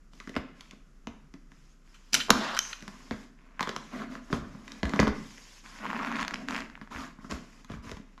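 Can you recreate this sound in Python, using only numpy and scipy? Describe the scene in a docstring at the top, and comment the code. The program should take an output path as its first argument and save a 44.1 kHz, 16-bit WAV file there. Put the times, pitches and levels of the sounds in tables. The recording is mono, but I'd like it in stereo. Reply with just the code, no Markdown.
"""Staple gun on a padded board

A hand staple gun in a garage is set down and shifted on a hollow padded board, cocked, fired once and released.
Hands drag vinyl tight over the board's edge, where it creaks in quick slips; rumble, hum and faint hiss fill the room.
Knocks, clacks and slips are short pushes ringing resonances; rubbing is patchy noise and pulse trains through them.
The lever and the air are noise shaped by spectra, the spring is noise through coil resonances, and noise tails echo.
"""
import sys
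import numpy as np
from scipy import signal
from scipy.fft import rfft, irfft, next_fast_len
from scipy.io import wavfile
from scipy.ndimage import uniform_filter1d, map_coordinates

SR = 44100
rng = np.random.default_rng(int(sys.argv[2]) if len(sys.argv) > 2 else 0)


def persist_wave(psi):
    """Save psi, clipped to +-1, as 16-bit WAV."""
    counts = np.round(np.clip(psi, -1, 1) * 32767).astype(np.int16)
    wavfile.write(sys.argv[1], SR, np.atleast_2d(counts).T)


N = 361619  # samples, 8.2 s


def amp(db):
    """Decibel law: the amplitude gain of a level in dB."""
    return 10 ** (np.asarray(db) / 20)


def unit(x):
    """Normalisation of energy: x scaled to rms 1."""
    return x / np.sqrt(np.mean(x ** 2) + 1e-20)


def along(points, hz):
    """Logarithmic frequency scale: (Hz, value) points joined by straight lines over log frequency."""
    f, v = np.transpose(points)
    return np.interp(np.log(hz + 1), np.log(f + 1), v)


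def curves(rows):
    """Level envelopes: each column after the time, -120 before the first row and held after the last."""
    s, *columns = np.transpose(rows)
    return [np.interp(np.arange(N) / SR, s, c, -120, c[-1]) for c in columns]


def wobble(rate):
    """Slow random modulation: a smooth curve through normal random knots, rate of them a second."""
    knots = rng.standard_normal(int(N * rate / SR) + 4)
    return map_coordinates(knots, [np.arange(N) * rate / SR])


def filtered(x, response):
    """Linear filtering: the spectrum of x times a complex response of frequency."""
    size = next_fast_len(N + SR // 2)
    return irfft(rfft(x, size) * response(np.fft.rfftfreq(size, 1 / SR)), size)[..., :N]


def coloured(x, spectrum):
    """Spectral shaping: x through a (Hz, dB) curve."""
    return filtered(x, lambda hz: amp(along(spectrum, hz)))


def modal(modes):
    """Modal superposition: the summed response of (Hz, width Hz, dB) resonances, alternating in sign."""
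    return lambda f: sum((-1) ** k * amp(db) * 1j * f * w / (c * c - f * f + 1j * f * w)
                         for k, (c, w, db) in enumerate(modes))


def resonant(x, modes):
    """Forced resonance: x through modes, scaled so that a unit pulse peaks at 1."""
    ringing = irfft(modal(modes)(np.fft.rfftfreq(SR, 1 / SR)))
    return filtered(x, modal(modes)) / np.abs(ringing).max()


def spot(modes, hz, loss_db, share):
    """Modal excitation: a contact favours modes near hz (loss_db at an octave) in a band share * hz wide."""
    band = modal([(hz, share * hz, 0)])
    return lambda f: band(f) * sum(modal([(c, w, db - loss_db * np.log2(c / hz) ** 2)])(f)
                                   for c, w, db in modes)


def soft(hz):
    """Contact compliance: a yielding contact has no hard edge, a second-order low-pass."""
    return lambda f: 1 / (1 + 1j * f / hz) ** 2


def add(track, s, sound):
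    """Superposition: mixes a sound in at s seconds."""
    part = track[round(s * SR):][:len(sound)]
    part += sound[:len(part)]


def burst(t60, rise=0.0001):
    """Transient excitation: noise of energy 1 decaying exponentially over t60, cut off at 0.05 s."""
    t = np.arange(SR // 20) / SR
    puff = amp(-60 * t / t60) * (1 - np.exp(-t / rise)) * rng.standard_normal(len(t))
    return puff / np.linalg.norm(puff)


def strike(push, *responses):
    """Impulse response: a push through a chain of responses, scaled so that the sound peaks at 1."""
    size = 8192
    hz = np.fft.rfftfreq(size, 1 / SR)
    chain = np.prod([response(hz) for response in responses], axis=0)
    sound = irfft(rfft(push, size) * chain)[:size * 3 // 4]
    return sound / np.abs(sound).max()


# Treble spectrum of hard contacts. Each row: frequency in Hz, relative level in dB.
CLICK_SPECTRUM = [(1760, -14.5), (3200, -2), (5300, -5.5), (7500, -11.5), (10800, -19), (14000, -29.5),
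                  (15500, -75.5)]


def tick(t60, tilt_db=0):
    """Hard contact: a very short burst of treble, tilted by tilt_db an octave."""
    return strike(burst(t60, 0.00036), lambda hz: amp(along(CLICK_SPECTRUM, hz) + tilt_db * np.log2(hz + 1)))


def patchy(depth_db):
    """Surface roughness: noise whose colour shifts in small patches, as an uneven surface gives it."""
    z = signal.stft(rng.standard_normal(N), nperseg=256)[2]
    field = rng.standard_normal(z.shape)
    field = uniform_filter1d(field, size=3, axis=0)  # patches over frequency
    field = uniform_filter1d(field, size=6, axis=1)  # and over time
    return signal.istft(z * amp(depth_db * unit(field)), nperseg=256)[1][:N]


def grains(rate, spread_db):
    """Relaxation oscillation: one-sided pulses at an uneven pace, sizes scattered, the train at rms 1."""
    count = np.floor(np.cumsum(rate / SR * amp(4.5 * wobble(150))))
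    sizes = amp(spread_db * rng.standard_normal(N))
    return -unit(np.diff(count, prepend=0) * sizes)


# How unlike the two ports hear diffuse sound. Each row: frequency in Hz, side signal as a share of the mid.
SIDE_SHARE = [(30, 0.76), (200, 0.16), (1000, 0.49), (8000, 0.72), (12000, 1.5)]


def ports(pair):
    """Diffuse-field coherence: shared mid plus or minus an independent side give left and right."""
    size = pair.shape[1]
    side = irfft(rfft(pair[1]) * along(SIDE_SHARE, np.fft.rfftfreq(size, 1 / SR)), size)
    return np.array([pair[0] + side, pair[0] - side])


# Rumble and hiss of the room. Each row: frequency in Hz, relative level in dB.
AIR_SPECTRUM = [(8, -8), (24, -5), (53, -3.5), (93, -37), (147, -7.5), (193, -13.5), (267, -16), (570, -30),
                (856, -37), (1280, -26), (3900, -47), (6340, -40.5), (8780, -41.5), (11800, -45),
                (15500, -76)]
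AIR_DB, HUM_DB, HUM_HZ = -59.5, -52.5, 30  # middle of the wavering rms level, of the hum's peak, and its pitch


def air():
    """Partly coherent background noise: shaped rumble and hiss, with a wavering hum alike in both ports."""
    noise = ports(coloured(rng.standard_normal((2, N)), AIR_SPECTRUM))
    phase = 2 * np.pi * HUM_HZ * np.arange(N) / SR + 0.57 * wobble(1.0)
    hum = amp(HUM_DB + 0.88 * wobble(3.5)) * np.sin(phase)
    return amp(AIR_DB + 2 * wobble(1.1)) * unit(noise) + hum


def swell(start, length, rise, t60):
    """Exponential build-up and decay: power that rises, holds for length and dies away."""
    t = np.arange(N - round(start * SR)) / SR
    t = t[t < length + 1]
    fade = amp(-60 * np.maximum(t - length, 0) / t60)
    return ((1 - np.exp(-t / rise)) * fade) ** 2


# Hands, gun and vinyl rubbing over the board, with the cocking lever's hiss and the recoil's drumming.
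# Each row: start in seconds, length in seconds, scrape in dB, drumming in dB, rustle in dB, share of the
# scrape's power that goes into slips (0-1).
STROKES = [(0.113, 0.22, -72, -64, -64.5, 0.8), (0.542, 0.15, -66, -72, -67, 0.6),
           (0.71, 0.025, -75, -58, -70, 0.4), (1.496, 0.23, -77, -76, -70.5, 0.6),
           (1.84, 0.37, -71, -89, -67.5, 0.5), (2.124, 0.024, -55, -38.5, -28, 0.1),
           (2.308, 0.075, -51, -33.5, -45, 0.4), (2.549, 0.18, -51, -75, -49, 0.76),
           (2.775, 0.46, -60, -58, -60.5, 0.27), (3.369, 0.35, -63.5, -63, -93, 0.48),
           (3.62, 0.32, -62.5, -54, -61, 0.5), (3.91, 0.12, -44.5, -39.5, -62, 0.06),
           (4.09, 0.053, -48.5, -42, -58, 0.07), (4.211, 0.082, -60.5, -57, -63.5, 0.06),
           (4.301, 0.043, -66, -32, -48.5, 0.1), (4.427, 0.2, -61.5, -53, -66, 0.06),
           (4.627, 0.17, -57.5, -55.5, -60, 0.47), (4.84, 0.16, -53, -38.5, -57.5, 0),
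           (5.125, 0.46, -63.5, -72, -56, 0.76), (5.623, 0.17, -52.5, -60.5, -56, 0.44),
           (5.795, 0.43, -42, -41, -62.5, 0.23), (6.134, 0.072, -36.5, -45, -60, 0.45),
           (6.278, 0.15, -56, -42.5, -61.5, 0.1), (6.471, 0.11, -39.5, -38.5, -51.5, 0.72),
           (6.647, 0.13, -86, -63, -80, 0.5), (6.902, 0.14, -45, -45.5, -53.5, 0.15),
           (7.205, 0.056, -60.5, -52.5, -61.5, 0), (7.293, 0.011, -39, -34.5, -43.5, 0.17),
           (7.37, 0.24, -64.5, -63.5, -64.5, 0.3), (7.677, 0.065, -52, -54, -62.5, 0.07),
           (7.82, 0.082, -51.5, -48.5, -56.5, 0.33), (7.917, 0.044, -72, -66, -63.5, 0.3),
           (8.048, 0.2, -72.5, -72, -78, 0.44)]
# Unrest after a knock, first chatter, then drumming. Each row: level in dB relative to the knock (chatter)
# or thump (drumming), decay t60 in seconds.
SHUDDER = [(-16.5, 0.12), (-13, 0.16)]
# Hands lying on the work, a single row: scrape in dB, drumming in dB, rustle in dB.
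RESTING = (-85.5, -77.5, -78.5)
STROKE_RISE_S, STROKE_T60_S, CONTACT_RISE_S = 0.019, 0.29, 0.003


def rubbing():
    """Addition of powers: amplitudes of slips, scrape, drumming and rustle from strokes, knocks and resting."""
    power = np.zeros((4, N))
    slips, scrape, drumming, rustle = power
    power[1:] += amp(RESTING)[:, None] ** 2
    for s, length, scrape_db, drum_db, rustle_db, grip in STROKES:
        shape = swell(s, length, STROKE_RISE_S, STROKE_T60_S)
        add(slips, s, grip * amp(2 * scrape_db) * shape)
        add(scrape, s, (1 - grip) * amp(2 * scrape_db) * shape)
        add(drumming, s, amp(2 * drum_db) * shape)
        add(rustle, s, amp(2 * rustle_db) * shape)
    (chatter_db, chatter_t60), (after_db, after_t60) = SHUDDER
    for s, thump_db, _, _, knock_db, _, _ in KNOCKS:
        add(scrape, s, amp(2 * (knock_db + chatter_db)) * swell(s, 0, CONTACT_RISE_S, chatter_t60))
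        add(drumming, s, amp(2 * (thump_db + after_db)) * swell(s, 0, CONTACT_RISE_S, after_t60))
    return np.sqrt(power)


# The hollow board's low, middle and high groups of modes. Each row: frequency in Hz, width in Hz,
# relative level in dB.
BOARD_MODES = [
    [(158, 34, -1.5), (219.6, 41.5, 6.5), (269.5, 30.2, 7), (333, 28, -2.5)],
    [(398, 80, -6.5), (514, 89, -9.5), (661, 92, -7.5)],
    [(920, 450, 9), (1038, 120, 7.5), (1300, 960, -3), (1690, 130, -5), (2005, 94, 2.5), (2420, 460, -3),
     (3060, 730, -5.5)],
]


def drumming(amount):
    """Forced vibration: patchy noise drives the hollow board's low and middle modes."""
    low, middle, _ = BOARD_MODES
    return amount * amp(0.77 * wobble(25)) * unit(resonant(patchy(depth_db=2.0), low + middle))


# Board and cover under friction. Each row: frequency in Hz, width in Hz, relative level in dB.
RUBBED_MODES = [(625, 220, -11), (1056, 167, 5), (1464, 640, -0.5), (2170, 660, -4), (3230, 1900, -14.5)]
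# Treble of the rustle. Each row: frequency in Hz, relative level in dB.
RUSTLE_SPECTRUM = [(1760, -11.5), (3000, -7), (4100, -11), (5150, -5.5), (5850, -8), (6600, -8),
                   (8240, -10.5), (10800, -16), (14000, -24), (15500, -72.5)]


def friction(scrape, rustle):
    """Sliding friction: patchy noise rings board and cover in a fluttering scrape; more of it rustles above."""
    flutter = amp(1.8 * wobble(60))
    scraping = unit(resonant(patchy(depth_db=3.5), RUBBED_MODES))
    rustling = unit(coloured(patchy(depth_db=2.0), RUSTLE_SPECTRUM))
    return flutter * scrape * scraping + rustle * rustling


# The taut vinyl sheet. Each row: frequency in Hz, width in Hz, relative level in dB.
VINYL_MODES = [(940, 320, -3), (1770, 910, 4.5), (2570, 820, 4)]
SLIP_RATE, SLIP_SPREAD_DB = 165, 4.5  # median slips a second, scatter of their sizes


def creak(amount):
    """Stick-slip: a train of small releases, each pulling the sheet and tugging board and cover."""
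    tugged = lambda f: modal(VINYL_MODES)(f) + amp(-3.0) * modal(RUBBED_MODES)(f)
    slips = filtered(grains(SLIP_RATE, SLIP_SPREAD_DB), soft(hz=2400))
    return amount * unit(filtered(slips, tugged))


# Gun and hands knocking the board. Each row: time in seconds, thump peak in dB, pitch favoured by the thump
# in Hz, body peak in dB, knock peak in dB, pitch favoured by the knock in Hz, tick peak in dB.
KNOCKS = [(0.134, -60, 190, -63, -49.5, 1580, -49), (0.201, -49.3, 210, -52, -32.5, 1960, -37.5),
          (0.274, -33.5, 297, -46, -30.5, 1340, -43), (0.2932, -36, 240, -40, -34.5, 2030, -35),
          (0.342, -45, 270, -49, -36, 2000, -52), (0.353, -54, 270, -39, -35, 2010, -39),
          (0.364, -23, 288, -24, -18.5, 1580, -30), (0.608, -64, 200, -74, -40.5, 2200, -35.5),
          (0.71, -51, 199, -60, -39, 2630, -39), (0.731, -45, 200, -53, -49, 1620, -60),
          (1.071, -30, 244, -38.5, -29, 1450, -33.5), (1.339, -38, 278, -56, -41.5, 1810, -42),
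          (1.518, -51, 222, -68, -45.5, 1580, -52), (2.284, -52, 200, -41, -30, 790, -40),
          (2.294, -39, 256, -22, -20, 825, -35.4), (2.3052, -14.5, 234, -16.5, -10.5, 1110, -9.5),
          (2.824, -38.5, 187, -51, -36, 2040, -39), (2.879, -37, 220, -51, -31, 1700, -33.5),
          (3.11, -26.5, 244, -29.5, -22.5, 1440, -40), (3.594, -47.5, 218, -49.5, -20, 1580, -36),
          (3.607, -29.8, 244, -33.5, -17.5, 1425, -22), (3.628, -38, 210, -36.5, -22.5, 1630, -26),
          (3.673, -33, 240, -32, -20.5, 1294, -32), (3.692, -43, 210, -30, -23.5, 1680, -26),
          (3.763, -37, 205, -35.5, -22.5, 1340, -25), (4.153, -39.5, 230, -42, -29.5, 1240, -45),
          (4.302, -33, 249, -50.5, -34, 1350, -49), (4.328, -16.5, 188, -25, -18, 1350, -28),
          (4.464, -39, 200, -57.5, -54, 1000, -69), (4.549, -35.5, 220, -51, -40.5, 1200, -58),
          (4.679, -51.5, 209, -61, -33, 1990, -37), (4.719, -45, 232, -51, -37, 2160, -32.5),
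          (4.831, -21, 218, -26, -19, 1750, -25), (4.854, -34, 186, -39, -26.5, 1720, -33),
          (4.894, -45, 230, -40, -30, 1800, -33), (4.936, -23.5, 220, -30, -17, 1100, -31),
          (4.961, -24, 231, -31, -25, 1400, -32), (4.992, -22, 223, -13, -9.5, 1880, -39),
          (5.0, -13, 200, -27, -12.5, 1340, -13.5), (5.029, -16.5, 228, -39, -17.5, 1310, -38),
          (5.071, -18.5, 297, -22, -17, 900, -25), (5.078, -34, 230, -32.5, -20, 1480, -28),
          (5.38, -65.5, 211, -53, -37, 1930, -44), (6.814, -36, 231, -52, -32, 1390, -46),
          (7.187, -41.1, 192, -67, -43, 1310, -64), (7.245, -38, 229, -50.5, -38, 1320, -53.5),
          (7.311, -37, 240, -41, -30.5, 1930, -27.5), (7.32, -28, 208, -32, -28.5, 1460, -32),
          (7.646, -52, 180, -68, -41.5, 1970, -42.5), (7.699, -32, 220, -40, -37, 1320, -42.5),
          (7.718, -41, 221, -44, -37.5, 1520, -40.5), (7.737, -33, 200.6, -46, -40, 1280, -56),
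          (7.845, -44, 220.4, -48, -45, 1324, -61), (7.894, -50, 261, -44, -34.5, 1420, -40),
          (7.915, -41, 189, -34.5, -31.5, 1690, -34.5), (7.969, -38.5, 204, -54, -39.5, 1296, -44),
          (7.997, -38.5, 200, -65, -57, 1546, -59), (8.178, -53, 210, -65.5, -40.5, 1415, -53)]
HARD_HZ, HARD_TILT_DB = 1650, 5  # a knock an octave above this pitch tilts its tick up by so many dB an octave


def knocks():
    """Impact excitation: short pushes ring the board's three groups of modes; hard contact adds treble."""
    out = np.zeros(N)
    low, middle, high = BOARD_MODES
    for s, thump_db, thump_hz, body_db, knock_db, knock_hz, tick_db in KNOCKS:
        thump_spot = spot(low, thump_hz, loss_db=26.5, share=0.54)
        thump = strike(np.abs(burst(0.011, 0.0015)), thump_spot, soft(hz=407))
        body_band = modal([(550, 230, 0)])
        body = strike(np.abs(burst(0.0071, 0.0003)), modal(middle), body_band, soft(hz=1210))
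        knock_spot = spot(high, knock_hz, loss_db=20.5, share=0.69)
        knock = strike(burst(0.0035, 0.0003), knock_spot, soft(hz=3220))
        add(out, s, amp(thump_db) * thump)
        add(out, s, amp(body_db) * body)
        add(out, s, amp(knock_db) * knock)
        add(out, s, amp(tick_db) * tick(0.011, HARD_TILT_DB * np.log2(knock_hz / HARD_HZ)))
    return out


# The bench shaken by heavy blows. Each row: time in seconds, peak in dB.
JOLTS = [(0.364, -35), (1.072, -46), (2.305, -35), (3.117, -40), (4.326, -38), (4.372, -33.5), (4.414, -49),
         (4.833, -25.5), (4.993, -22.5), (5.071, -28.5), (6.948, -38), (7.317, -34), (7.703, -37.5),
         (7.734, -41.5), (7.773, -40), (7.86, -41), (7.913, -38)]
# Modes of the bench. Each row: frequency in Hz, width in Hz, relative level in dB.
BENCH_MODES = [(66.4, 30, -4.5), (50.5, 14, -6.5)]


def bench():
    """Low-frequency structural resonance: a shudder of the bench under each heavy blow."""
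    out = np.zeros(N)
    for s, db in JOLTS:
        add(out, s, amp(db) * strike(burst(0.12, 0.0049), modal(BENCH_MODES), soft(hz=150)))
    return out


# Steel parts of the gun clacking. Each row: time in seconds, peaks of the low, middle, high and top modes
# in dB (four columns), rattle decay t60 in seconds.
CLACKS = [(1.941, -51, -50.5, -65.5, -55, 0.12), (2.1318, -35.5, -21, -15, -19.5, 0.014),
          (2.142, -18.5, -14, -11.5, -8, 0.025), (2.149, -21.5, -12, -15, -13.5, 0.015),
          (2.164, -43, -30, -25.5, -41.5, 0.011), (2.1999, -28.5, -22, -41.5, -43, 0.088),
          (2.3033, -28.5, -19.5, -22.5, -10.5, 0.022), (2.548, -33.5, -37, -31, -41.5, 0.015),
          (2.5666, -23, -27.5, -38, -31, 0.022), (2.573, -20, -26, -30.5, -38.5, 0.021),
          (2.59, -19, -18.5, -9, -8, 0.0069), (2.729, -33, -26.5, -44, -46, 0.019),
          (2.806, -51.5, -44, -49.2, -52.7, 0.0067)]
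# The gun frame's low, middle, high and top groups of modes. Each row: frequency in Hz, width in Hz,
# relative level in dB.
STEEL_MODES = [
    [(1370, 570, 0.5), (1440, 340, 10), (1920, 66, -3.5)],
    [(2560, 680, -3), (3120, 100, 4.5), (3440, 75, -2), (4100, 290, -3)],
    [(4356, 73, -5.5), (5100, 840, 2)],
    [(6120, 390, 3), (7380, 570, -0.5), (11000, 5200, -10.5)],
]


def clacks():
    """Impact of stiff bodies: each clack is a short rattle into the frame's groups of modes."""
    out = np.zeros(N)
    for s, *parts_db, rattle_s in CLACKS:
        shake = burst(rattle_s, rattle_s / 80)
        for modes, db in zip(STEEL_MODES, parts_db):
            add(out, s, amp(db) * strike(shake, modal(modes)))
    return out


# Modes of the driver blade. Each row: start in seconds, frequency in Hz, width in Hz of each of two equal
# resonances in a chain, peak in dB.
SHOT = [(2.304, 5550, 418, -11), (2.304, 6920, 354, -17.5), (2.3044, 3970, 418, -8.5),
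        (2.3038, 2810, 397, -13.5), (2.3053, 1430, 908, -3.5), (2.3047, 10220, 3000, -6.5)]


def shot():
    """Damped free vibration: a sudden blow sets each mode of the driver blade ringing at its own moment."""
    out = np.zeros(N)
    for s, hz, width, db in SHOT:
        ring = modal([(hz, width, 0)])
        add(out, s, amp(db) * strike(np.abs(burst(0.0004)), ring, ring))
    return out


# The shot's slow push of air, a single row: time in seconds, scale of the pulse in dB, time constant in seconds.
KICK = (2.3065, -23, 0.006)


def air_push():
    """Pressure pulse: displaced air gives one slow swing of pressure that reverses and dies out."""
    out = np.zeros(N)
    s, db, length = KICK
    u = np.arange(SR // 10) / SR / length
    add(out, s, -amp(db) * u * (2 - u) * np.exp(-u))
    return out


# The lever sliding back. Each row: time in seconds, level in dB.
LEVER = [(2.33, -52), (2.38, -39), (2.47, -34), (2.56, -38.5), (2.603, -84.5)]
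# Colour of that slide. Each row: frequency in Hz, relative level in dB per Hz.
LEVER_SPECTRUM = [(240, -35), (400, -11), (452, -37), (495, -13), (1070, -9.5), (1850, -12.5), (2290, -19),
                  (3770, -19), (10700, -39.5), (15000, -52.5)]


def lever():
    """Sliding friction: patchy noise, coloured and unsteady, follows the lever's level as it slides back."""
    slide_db, = curves(LEVER)
    return amp(slide_db + 1.3 * wobble(92)) * unit(coloured(patchy(depth_db=-2.0), LEVER_SPECTRUM))


# The coil spring after the release: level in dB, then its modes. Each row of the modes: frequency in Hz,
# width in Hz of each of two passes, relative level in dB of each pass.
SPRING = (-36.5, [(5960, 220, -2.5), (6400, 197, 1), (6470, 270, -8.5)])
SPRING_S, SPRING_T60_S = 2.598, 0.44


def spring():
    """Exponential decay: noise through the coil's resonances twice hisses after the release and dies away."""
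    since = np.maximum(np.arange(N) / SR - SPRING_S, 0)
    db, coils = SPRING
    hiss = unit(resonant(resonant(rng.standard_normal(N), coils), coils))
    return amp(db - 60 * since / SPRING_T60_S) * (1 - np.exp(-since / 0.013)) * hiss


# The loudest slips of the vinyl. Each row: time in seconds, peak in dB, pitch favoured in Hz, tick peak in dB.
SLIPS = [(5.8296, -33, 1260, -48.3), (5.8378, -29, 1210, -51), (5.8458, -26, 1260, -46),
         (5.8541, -23.5, 1140, -50), (5.865, -23, 1430, -40), (5.9026, -20, 1800, -40),
         (5.913, -24, 1320, -49), (5.9307, -20, 1350, -38), (5.937, -29, 1180, -51),
         (5.9473, -24, 1310, -46), (5.958, -27, 1350, -44), (5.965, -21, 1310, -44.1),
         (5.976, -37, 1400, -45.5), (5.992, -21, 1900, -42), (5.9962, -25, 1500, -50),
         (6.011, -23.5, 1280, -45), (6.023, -26, 1120, -44), (6.0274, -24.5, 1700, -39),
         (6.0316, -21.5, 1240, -38), (6.048, -18, 1650, -36), (6.0618, -26, 1160, -37),
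         (6.0715, -21.5, 1600, -39), (6.075, -24, 1530, -44.2), (6.095, -32, 1580, -42),
         (6.1163, -21.5, 1240, -37), (6.125, -21, 1710, -39), (6.1585, -23, 1890, -32),
         (6.1665, -25, 1450, -32), (6.187, -25, 1400, -38), (6.1941, -21, 1670, -38),
         (6.2023, -29, 1820, -29), (6.211, -28, 1390, -30), (6.2192, -29, 1250, -30),
         (6.2286, -19, 1710, -27.5), (6.239, -31, 1280, -38), (6.2492, -23.5, 1390, -32),
         (6.2803, -20.5, 1800, -23), (6.309, -23, 1770, -36), (6.3384, -21, 1810, -37),
         (6.342, -18.5, 2000, -24.5), (6.3578, -24, 2180, -37), (6.4858, -18, 1690, -29),
         (6.4995, -29, 1770, -47.2), (6.508, -23, 1540, -31), (6.5336, -39, 1510, -47),
         (6.547, -19.5, 1660, -32), (6.5637, -20, 1700, -27), (6.5793, -22, 1660, -36),
         (6.6047, -28, 1710, -30), (6.6995, -35, 1850, -45), (6.754, -29.5, 2070, -57.5),
         (6.7762, -35.5, 1380, -54), (6.8747, -37.5, 1390, -52.5), (6.949, -27.5, 1485, -50),
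         (6.962, -23.5, 1890, -48), (6.97, -29, 1750, -50), (6.985, -29.5, 1600, -45),
         (7.007, -38, 1610, -36)]


def loud_slips():
    """Stick-slip: each sudden release is one short pull on sheet, board and cover, with a tick of treble."""
    out = np.zeros(N)
    for s, db, hz, tick_db in SLIPS:
        place = spot(VINYL_MODES + RUBBED_MODES, hz, loss_db=7, share=0.77)
        add(out, s, amp(db) * strike(np.abs(burst(0.0012)), place, soft(hz=5000)))
        add(out, s, amp(tick_db) * tick(0.0062))
    return out


# Reverberation of the garage. Each row: frequency in Hz, decay t60 in seconds.
GARAGE_T60 = [(100, 0.8), (400, 0.45), (2000, 0.57), (10000, 0.32)]


def garage(x):
    """Reverberation: a fresh noise tail every third of a second, decaying by frequency, mostly alike in both ports."""
    out, step = np.zeros((2, N + SR)), SR // 3
    for start in range(0, N, step):
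        hz, t, z = signal.stft(rng.standard_normal((2, SR // 2)), SR, nperseg=256)
        decay = amp(-60 * t / along(GARAGE_T60, hz)[:, None])
        pair = signal.istft(z * decay, SR, nperseg=256)[1]
        tail = ports(pair) / np.linalg.norm(pair[0])
        echo = signal.fftconvolve(x[None, start:start + step], tail, axes=1)
        out[:, start:start + echo.shape[1]] += echo
    return np.pad(out, ((0, 0), (SR // 200, 0)))[:, :N]  # echoes start 5 ms late


def scene():
    """Direct and reverberant sound: the work lies close and the room answers weakly."""
    background = air()
    slip_amount, scrape, drum_amount, rustle = rubbing()
    wood = drumming(drum_amount) + knocks()
    sheet = friction(scrape, rustle) + creak(slip_amount) + loud_slips()
    steel = clacks() + shot() + lever() + spring()
    to_room = amp(-8.0) * wood + amp(-11.5) * sheet + amp(-12.5) * filtered(steel, soft(hz=16000))
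    return background + wood + sheet + bench() + steel + air_push() + garage(to_room)


# Response of both ports. Each row: frequency in Hz, gain in dB.
MIC_RESPONSE = [(20, -1), (7000, 1), (8500, -9.5), (12000, -3), (14000, -15.5), (15800, -31.5)]
# Left over right. Each row: frequency in Hz, level difference in dB.
LEVEL_LEAN = [(60, -2.5), (250, -3.5), (1000, -1.5), (4000, 0.5), (10000, 2)]
# Left ahead of right. Each row: frequency in Hz, phase difference in radians.
PHASE_LEAD = [(100, -0.08), (1400, -0.29), (3400, -0.69), (5500, -0.52), (7600, -0.43), (10500, -0.05)]
TOP_HZ = 15800  # band limit


def record(dry):
    """Transduction: ports differ in level and phase, treble droops, peaks saturate, the band is limited."""
    half = np.array([[.5], [-.5]])  # left and right take half of each difference
    level = lambda hz: amp(along(MIC_RESPONSE, hz) + half * along(LEVEL_LEAN, hz))
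    heard = filtered(dry, lambda hz: level(hz) * np.exp(1j * half * along(PHASE_LEAD, hz)))
    flattened = heard / (1 + np.abs(heard) ** 8) ** (1 / 8)
    return filtered(flattened, lambda hz: hz < TOP_HZ)


dry = scene()
out = record(dry)
persist_wave(out)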